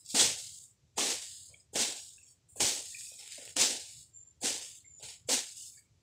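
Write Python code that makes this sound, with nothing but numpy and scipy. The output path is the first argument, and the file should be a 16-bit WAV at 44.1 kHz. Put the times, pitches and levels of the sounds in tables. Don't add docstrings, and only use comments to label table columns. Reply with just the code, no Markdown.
import sys
import numpy as np
from scipy import signal
from scipy.fft import rfft, irfft
from scipy.io import wavfile
from scipy.ndimage import uniform_filter1d

SR = 44100
rng = np.random.default_rng(int(sys.argv[2]) if len(sys.argv) > 2 else 0)


def to_linear_factor(level_db):
    exponent = np.asarray(level_db, float) / 20
    return 10 ** exponent


def file_out(sig):
    cols = np.atleast_2d(sig).T
    lim = np.clip(cols, -1, 1)
    pcm = np.round(lim * 32767).astype(np.int16)
    wavfile.write(sys.argv[1], SR, pcm)


N = 265482
STEP, RUN_IN = 40, 2000

# (frequency [Hz], level [dB per Hz])
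OPEN_AIR = [(60, -16), (150, -8), (300, -12.5), (800, -23), (1500, -26), (4000, -23.5), (7500, -22),
            (9000, -33), (15500, -43.5)]
# (time [s], level [dB], length [s])
GUSTS = [(0.242, -45.5, 0.086), (0.52, -64.5, 0.036), (0.846, -67.5, 0.053), (0.997, -65, .06),
         (1.51, -67, 0.027), (1.797, -53.5, 0.066), (2.476, -69, 0.029), (2.63, -47, 0.044),
         (3.594, -52.5, 0.044), (3.985, -59, 0.056), (4.363, -64.5, .04), (4.47, -59.5, 0.069),
         (4.925, -67, 0.064), (5.05, -65, .05), (5.232, -59.5, 0.071), (5.33, -66, 0.067),
         (5.846, -66, .04), (5.919, -64, 0.034)]
# (start [s], length [s], level [dB], sag [dB/s],
# brightness [dB])
LEAVES = [(.0, 0.0044, -59, 7, 6), (.05, 0.093, -57.5, -60, 1.5), (.1, 0.0064, -44, 10, 0.5),
          (.38, 0.26, -46.5, 42.5, -0.5), (.973, .006, -45, 6.5, -2), (2.563, .03, -61, 5, 15.5),
          (1.22, 0.27, -47.5, 34.5, -1.5), (1.737, 0.013, -55.5, -100, 6.5), (1.96, 0.24, -51, 48.5, 0.5),
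          (2.23, 0.059, -61.5, 4.5, -3.5), (2.85, 0.15, -51, 17, 2), (2.99, 0.093, -51, 16, 4.5),
          (3.1, 0.088, -56.5, 4.5, 3.5), (3.318, 0.011, -46, 2, -6.5), (.66, 0.055, -69, 82, 8.5),
          (4.06, 0.039, -64, 80, 1), (3.8, 0.22, -50.5, 24, -2.5), (4.413, 0.029, -57.5, -300, 9),
          (4.62, .16, -52.5, 33, 1.5), (4.99, 0.038, -63.5, 5.5, -10), (5.278, .008, -57, 5, 4),
          (5.46, 0.11, -50.5, 32, -1.5), (5.57, .12, -52, 22, 4), (5.72, 0.076, -66, 61, 14.5),
          (.15, .03, -42.5, 50, 7), (2.61, 0.14, -43, 70, 10), (2.49, .04, -71, 20, 16),
         (2.26, 0.065, -68.5, 20, 10), (4.96, .05, -68.5, 5, 5), (2.74, 0.087, -51.5, 40, 3),
         (3.6, .02, -34.5, 49.5, -0.5), (5.05, .1, -54, 20, -9), (5.3, .04, -42, 50, 7.5),
         (.44, .08, -57.5, 20, -15), (2, .004, -61, 5, 3)]
# (start [s], length [s], level [dB], sag [dB/s], weight [dB])
BOOTS = [(.98, 0.14, -48, 40.5, 11), (1.5, 0.12, -64, 40, 3.5), (2.563, .03, -64, 7, 11),
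         (1.737, .015, -61.5, 9, 9), (4.415, .015, -61.5, -200, 7.5), (3.12, .01, -66, 5, 4),
         (3.19, 0.062, -53, 10, -9), (3.26, .11, -55, -23, -14), (2.718, .1, -58, 40, 7),
         (1.885, .08, -58.5, 40, 7), (3.38, .13, -53, 8, -6.5), (3.7, 0.078, -56.5, 45, 7.5),
         (4.5, 0.12, -58, 57, 6), (5.0, 0.11, -62, 18.5, 4.5)]
# (hiss [dB/s], stems [dB/s], thud [dB/s])
AGEING = (16.5, -16.5, -19.5)
# (contact [s], level at contact [dB], time on to deepest cut [s], level there [dB],
# dying [dB/s])
STROKES = [
    (0.149, -32, 0.063, -24, 134.5),
    (.981, -34.5, .12, -33.5, 114.5),
    (1.757, -35.5, 0.064, -31, 117),
    (2.605, -31, 0.072, -31.5, 120),
    (3.566, -36.5, 0.05, -26.5, 112),
    (4.433, -42, 0.025, -31.5, 97.5),
    (5.028, -48.5, 0.073, -47.5, 141),
    (5.292, -33.5, 0.045, -29, 158),
]
# (frequency
# [Hz], level [dB per Hz])
WEED_COLOUR = [(71, -41), (120, -21.5), (180, -22.5), (225, -4.5), (339, -7), (488, -3), (598, -8.5),
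               (780, -7.5), (1190, -19), (3510, -6), (5720, -3), (7450, 1), (12400, -24.5), (15500, -20.5)]
# (time [s], peak [dB], pitch [Hz])
SNAPS = [(0.0616, -35, 7680), (0.09, -34, 7140), (0.107, -34, 4230), (0.5779, -37, 7100),
         (0.9865, -22.5, 3050), (1.0087, -23, 3060), (1.2411, -45, 7390), (1.504, -55, 7210),
         (1.758, -28.5, 7400), (2.2308, -64, 7530), (2.259, -52.5, 7560), (3.0096, -30.5, 6720),
         (3.14, -37, 7090), (3.1617, -38, 6860), (3.2772, -30.5, 7360), (3.3218, -32, 7600),
         (3.4531, -31.5, 7200), (3.478, -37.5, 2670), (3.5673, -17, 7360), (3.9102, -37, 7180),
         (4.427, -33, 6900), (5.0347, -32, 6360), (5.1294, -43, 7400)]
# (time [s], peak [dB], pitch [Hz])
THUDS = [(0.119, -47, 790), (0.143, -31, 244), (0.143, -29.5, 273), (0.982, -19, 910), (1.733, -38, 447),
         (1.75, -47, 291), (1.757, -25.5, 659), (2.56, -39.5, 776), (2.603, -30.5, 675),
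         (3.119, -44.5, 530), (3.385, -44.5, 273), (3.379, -41, 590), (3.476, -39, 860),
         (3.565, -34.5, 310), (4.426, -35.5, 663), (4.44, -34.5, 256), (4.44, -36.5, 283),
         (5.008, -50, 456), (5.024, -65, 248), (5.024, -64, 525), (5.11, -49, 744), (5.288, -27, 484)]
# (start [s], level [dB], pitch [Hz], t60 [s])
RUSTLES = [(.195, -31.5, 3380, 0.34), (.98, -43, 1120, 0.36), (1.22, -68, 3500, 0.54),
           (1.54, -57.5, 2310, 0.089), (1.539, -60, 3260, .1), (1.598, -56.5, 5005, 0.11),
           (1.599, -61.5, 7700, 0.12), (2.119, -70, 1480, 0.17), (2.18, -62.5, 2620, 0.24),
           (2.18, -62.5, 1710, 0.089), (2.23, -57, 7600, 0.43), (2.261, -66, 3300, 0.53),
           (2.485, -64, 8500, 0.3), (1.2, -65, 8500, 0.15), (2.56, -55.5, 4515, .2), (3.05, -61, 2550, 1.0),
           (2.945, -48.5, 2480, 0.39), (3.118, -76, 550, 0.059), (3.19, -56, 5300, 0.29),
           (3.38, -55.5, 590, 0.38), (3.6, -45.5, 1700, 0.32), (4.845, -63.5, 2205, 0.35),
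           (5.02, -63.5, 1550, 0.23), (5.59, -60.5, 2980, 0.37), (5.29, -35.5, 453, 0.18),
           (5.731, -61, 2300, 0.62), (5.765, -60.5, 4650, 0.28), (5.77, -66.5, 1750, 0.21),
           (2.93, -62, 1890, 0.47), (2.29, -68, 2050, 0.28)]
# (time [s], level [dB], wingbeat whine [Hz])
BUZZES = [
    [(4.12, -70, 7440), (4.156, -49.5, 7300), (4.238, -54, 7200), (4.242, -61, 7320), (4.3, -60.5, 7230),
     (4.4, -95, 7180)],
    [(4.84, -69, 7140), (4.85, -57, 7380), (5.0, -55, 6980), (5.016, -67, 7170), (5.03, -42, 7300)],
]
# (frequency [Hz], level [dB per Hz])
LEARNT = [(300, -93), (800, -100), (1180, -94.5), (1500, -104), (2000, -100), (2600, -102), (3500, -101),
          (4200, -94.5), (5100, -100), (6000, -83.5), (6600, -100), (8500, -102), (12300, -114),
          (15500, -124)]


def at_hz(points, hz):
    table = np.array(points)
    return np.interp(np.log(hz), np.log(table[:, 0]), table[:, 1])


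def in_time(rows):
    s, *columns = np.transpose(rows)
    return [np.interp(np.arange(N) / SR, s, column) for column in columns]


def each_sample(slow):
    return np.interp(np.arange(N) / STEP, np.arange(len(slow)), slow)


def rms_one(x):
    return x / np.sqrt(np.mean(x ** 2) + 1e-20)


def slow_drift(rate_hz):
    r = np.exp(-2 * np.pi * STEP * rate_hz / SR)
    white = rng.standard_normal(N // STEP + 2 + RUN_IN)
    return rms_one(signal.lfilter([1], [1, -2 * r, r * r], white)[RUN_IN:])


def drift(rate_hz):
    return each_sample(slow_drift(rate_hz))


def band(x, low_hz, high_hz):
    return signal.sosfilt(signal.butter(2, [low_hz, high_hz], "band", fs=SR, output="sos"), x)


def bank(sources, gain_db):
    edges = np.geomspace(140, 17000, 22)
    out = np.zeros(N)
    for k, (low, high) in enumerate(zip(edges, edges[1:])):
        gain = each_sample(to_linear_factor(gain_db(np.sqrt(low * high))))
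        out += gain * band(sources[k % 2], low, high)
    return out


def open_air(level_db=-76.5):
    colour = to_linear_factor(at_hz(OPEN_AIR, np.fft.rfftfreq(N, 1 / SR) + 1))
    return to_linear_factor(level_db) * rms_one(irfft(rfft(rng.standard_normal(N)) * colour, N))


def wind(breeze_db=-70.5, gust_drop_db=21):
    t = np.arange(0, N + STEP, STEP) / SR
    level = np.full(len(t), to_linear_factor(breeze_db))
    for s, db, length in GUSTS:
        level += to_linear_factor(db - gust_drop_db * np.abs(t - s) / length)
    rumble = band(band(rng.standard_normal(N), 72, 150), 49, 190)
    return np.interp(np.arange(N) / SR, t, level) * to_linear_factor(2.0 * drift(20)) * rms_one(rumble)


def settling(t, rows, base, moves, rise_db_per_s=1499, fall_db_per_s=221):
    power = np.zeros((4, len(t)))
    for s, length, level_db, sag, character_db in rows:
        age = t - s
        db = level_db + rise_db_per_s * np.minimum(age, 0) - sag * np.clip(age, 0, length)
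        db -= fall_db_per_s * np.maximum(age - length, 0)
        colour = [0 * age]
        for part, move, ageing in zip(base, moves, AGEING):
            colour.append(part + move * character_db + ageing * np.clip(age, 0, 1))
        power += to_linear_factor(2 * (db + colour))
    return power


def strokes(t, approach_db_per_s=2600, contact_s=0.035):
    # (hiss, stems, thud) in dB against the leaf crackle
    at_contact, in_the_cut = (-4.5, -10, -2), (-7, -13.5, -12.5)
    power = np.zeros((4, len(t)))
    for s, contact_db, deep_s, deep_db, dying in STROKES:
        age = t - s
        db = np.interp(age, [0, deep_s], [contact_db, deep_db])
        db += approach_db_per_s * np.minimum(age, 0) - dying * np.maximum(age - deep_s, 0)
        fresh = np.exp(-np.maximum(age, 0) / contact_s)
        colour = [0 * age]
        for first, late in zip(at_contact, in_the_cut):
            colour.append(late + (first - late) * fresh)
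        power += to_linear_factor(2 * (db + colour))
    return power


def motion():
    t = np.arange(N // STEP + 2) * STEP / SR
    power = 1e-13 + strokes(t)
    power += settling(t, LEAVES, base=(-3.4, -21, -27), moves=(0.95, -0.72, -0.4))
    power += settling(t, BOOTS, base=(-3, -6, 0), moves=(0.1, 0.25, 0.85))
    leaf_db, *others = 10 * np.log10(power)
    return [leaf_db] + [db - leaf_db for db in others]


def weeds(grains_per_s=5000, uneven_db=1.5, patchy_db=-0.54):
    leaf_db, hiss_db, stem_db, thud_db = motion()
    quiet_db = np.clip(-42 - leaf_db, 0, 20)
    share = each_sample(to_linear_factor(-0.3 * quiet_db))
    patches_db = patchy_db + 0.09 * quiet_db

    born = rng.random((2, N)) < grains_per_s * share * to_linear_factor(2.2 * drift(90)) / SR
    sizes = to_linear_factor(uneven_db * np.minimum(rng.exponential(1, (2, N)), 5))
    sizes *= rng.choice([-1, 1], (2, N))
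    grains = rms_one(born * sizes / np.sqrt(share)) + 0.53 * rng.standard_normal((2, N))

    deep_db = thud_db + 7.5 - 0.55 * np.maximum(-48.5 - leaf_db - thud_db, 0)
    anchors = np.log([260, 600, 1800, 4000, 10000])      # Hz, one for each part
    parts = np.array([deep_db, thud_db + 7, stem_db + 15.0, 0 * leaf_db, hiss_db + 2.5])
    parts += leaf_db + 11

    def gain_db(hz):
        shares = [np.interp(np.log(hz), anchors, row) for row in np.eye(5)]
        return at_hz(WEED_COLOUR, hz) + np.dot(shares, parts) + patches_db * slow_drift(16)
    return bank(grains, gain_db)


def burst(hz, cycles):
    turns = np.arange(int(3 * cycles * SR / hz)) * hz / SR
    return np.sin(2 * np.pi * turns) * np.exp(-turns / cycles)


def blows(events, cycles, trim_db):
    out = np.zeros(N + SR)
    for s, db, hz in events:
        ring = to_linear_factor(db + trim_db) * burst(hz, cycles)
        start = round(s * SR)
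        out[start:start + len(ring)] += ring
    return band(out[:N], 120, 15000)


def snaps():
    return blows(SNAPS, cycles=1.8, trim_db=2.5)


def crackle(trim_db=-12, t60=0.017):
    clicks = np.zeros(N)
    clicks[[round(s * SR) for s, db, hz in SNAPS]] = [to_linear_factor(db + trim_db) for s, db, hz in SNAPS]
    fade = signal.lfilter([1], [1, -to_linear_factor(-60 / (t60 * SR))], clicks + 1e-18)
    return fade * rms_one(band(rng.standard_normal(N), 3000, 8700))


def thuds():
    return blows(THUDS, cycles=1.9, trim_db=-4.5)


def rustles(width_hz=100, width_share=0.012, trim_db=-0.5):
    out, white = np.zeros(N), rng.standard_normal(N)
    for s, db, hz, t60 in RUSTLES:
        half = width_hz + width_share * hz
        i, edges = round(s * SR), (hz - half, hz + half)
        piece = white[i - RUN_IN:i + SR // 2]
        rough = rms_one(band(band(piece, *edges), *edges)[RUN_IN:])
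        fade_db = -60 * np.arange(len(rough)) / SR / t60
        out[i:i + SR // 2] += rough * to_linear_factor(db + trim_db + fade_db)
    flutter = rms_one(uniform_filter1d(uniform_filter1d(white[::-1], size=300), size=300))
    return out * to_linear_factor(3.5 * flutter)


def insect(width_hz=85):
    out, s = np.zeros(N), np.arange(N) / SR
    for rows in BUZZES:
        db, hz = in_time(rows)
        on = np.clip(np.minimum(s - rows[0][0], rows[-1][0] - s) / 0.0049, 0, 1)
        phase = 2 * np.pi * np.cumsum(hz) / SR
        whine = drift(width_hz) * np.cos(phase) + drift(width_hz) * np.sin(phase)
        out += on * to_linear_factor(db) * whine
    return out


def scene():
    cutting = weeds() + snaps() + crackle() + thuds() + rustles()
    return (wind() + cutting + insect())[None]


def suppress(x, floor_db=-26.5, memory=0.9, ragged_db=5.0, close_db=-0.33, lowest_hz=130):
    frame, hop = 512, 128
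    hz, s, frames = signal.stft(x, SR, nperseg=frame, noverlap=frame - hop)
    power = uniform_filter1d(uniform_filter1d(np.abs(frames) ** 2, size=3, axis=0), size=3, axis=1)
    wander = uniform_filter1d(rng.standard_normal((len(hz) // 3 + 1, len(s))), size=60, axis=1)
    wander = np.repeat(rms_one(wander), 3, axis=0)[:len(hz)]
    learnt_db = at_hz(LEARNT, hz + 1)[:, None] + ragged_db * wander
    excess = power / (to_linear_factor(2 * learnt_db) * SR / frame)

    gain, clean = np.ones_like(power), np.zeros(len(hz))
    last = np.full(len(hz), to_linear_factor(floor_db))
    closing = to_linear_factor(close_db)
    for k in range(len(s)):
        ratio = memory * clean + (1 - memory) * np.maximum(excess[:, k] - 1, 0)
        wanted = np.maximum(ratio / (1 + ratio), to_linear_factor(floor_db))
        clean = wanted ** 2 * excess[:, k]
        last = np.maximum(wanted, last * closing)
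        gain[:, k] = last
    gain[hz < lowest_hz] = 1
    return signal.istft(frames * gain, SR, nperseg=frame, noverlap=frame - hop)[1][:N]


def roll_off(x):
    return signal.sosfilt(signal.butter(12, 16050, fs=SR, output="sos"), x)


def record(dry):
    x = suppress(dry[0]) + open_air()
    x = signal.sosfilt(signal.butter(3, 50, "high", fs=SR, output="sos"), x)
    x = signal.sosfilt(signal.cheby2(16, 60, 16120, fs=SR, output="sos"), x)
    return roll_off(x[None])


dry = scene()
out = record(dry)
file_out(out)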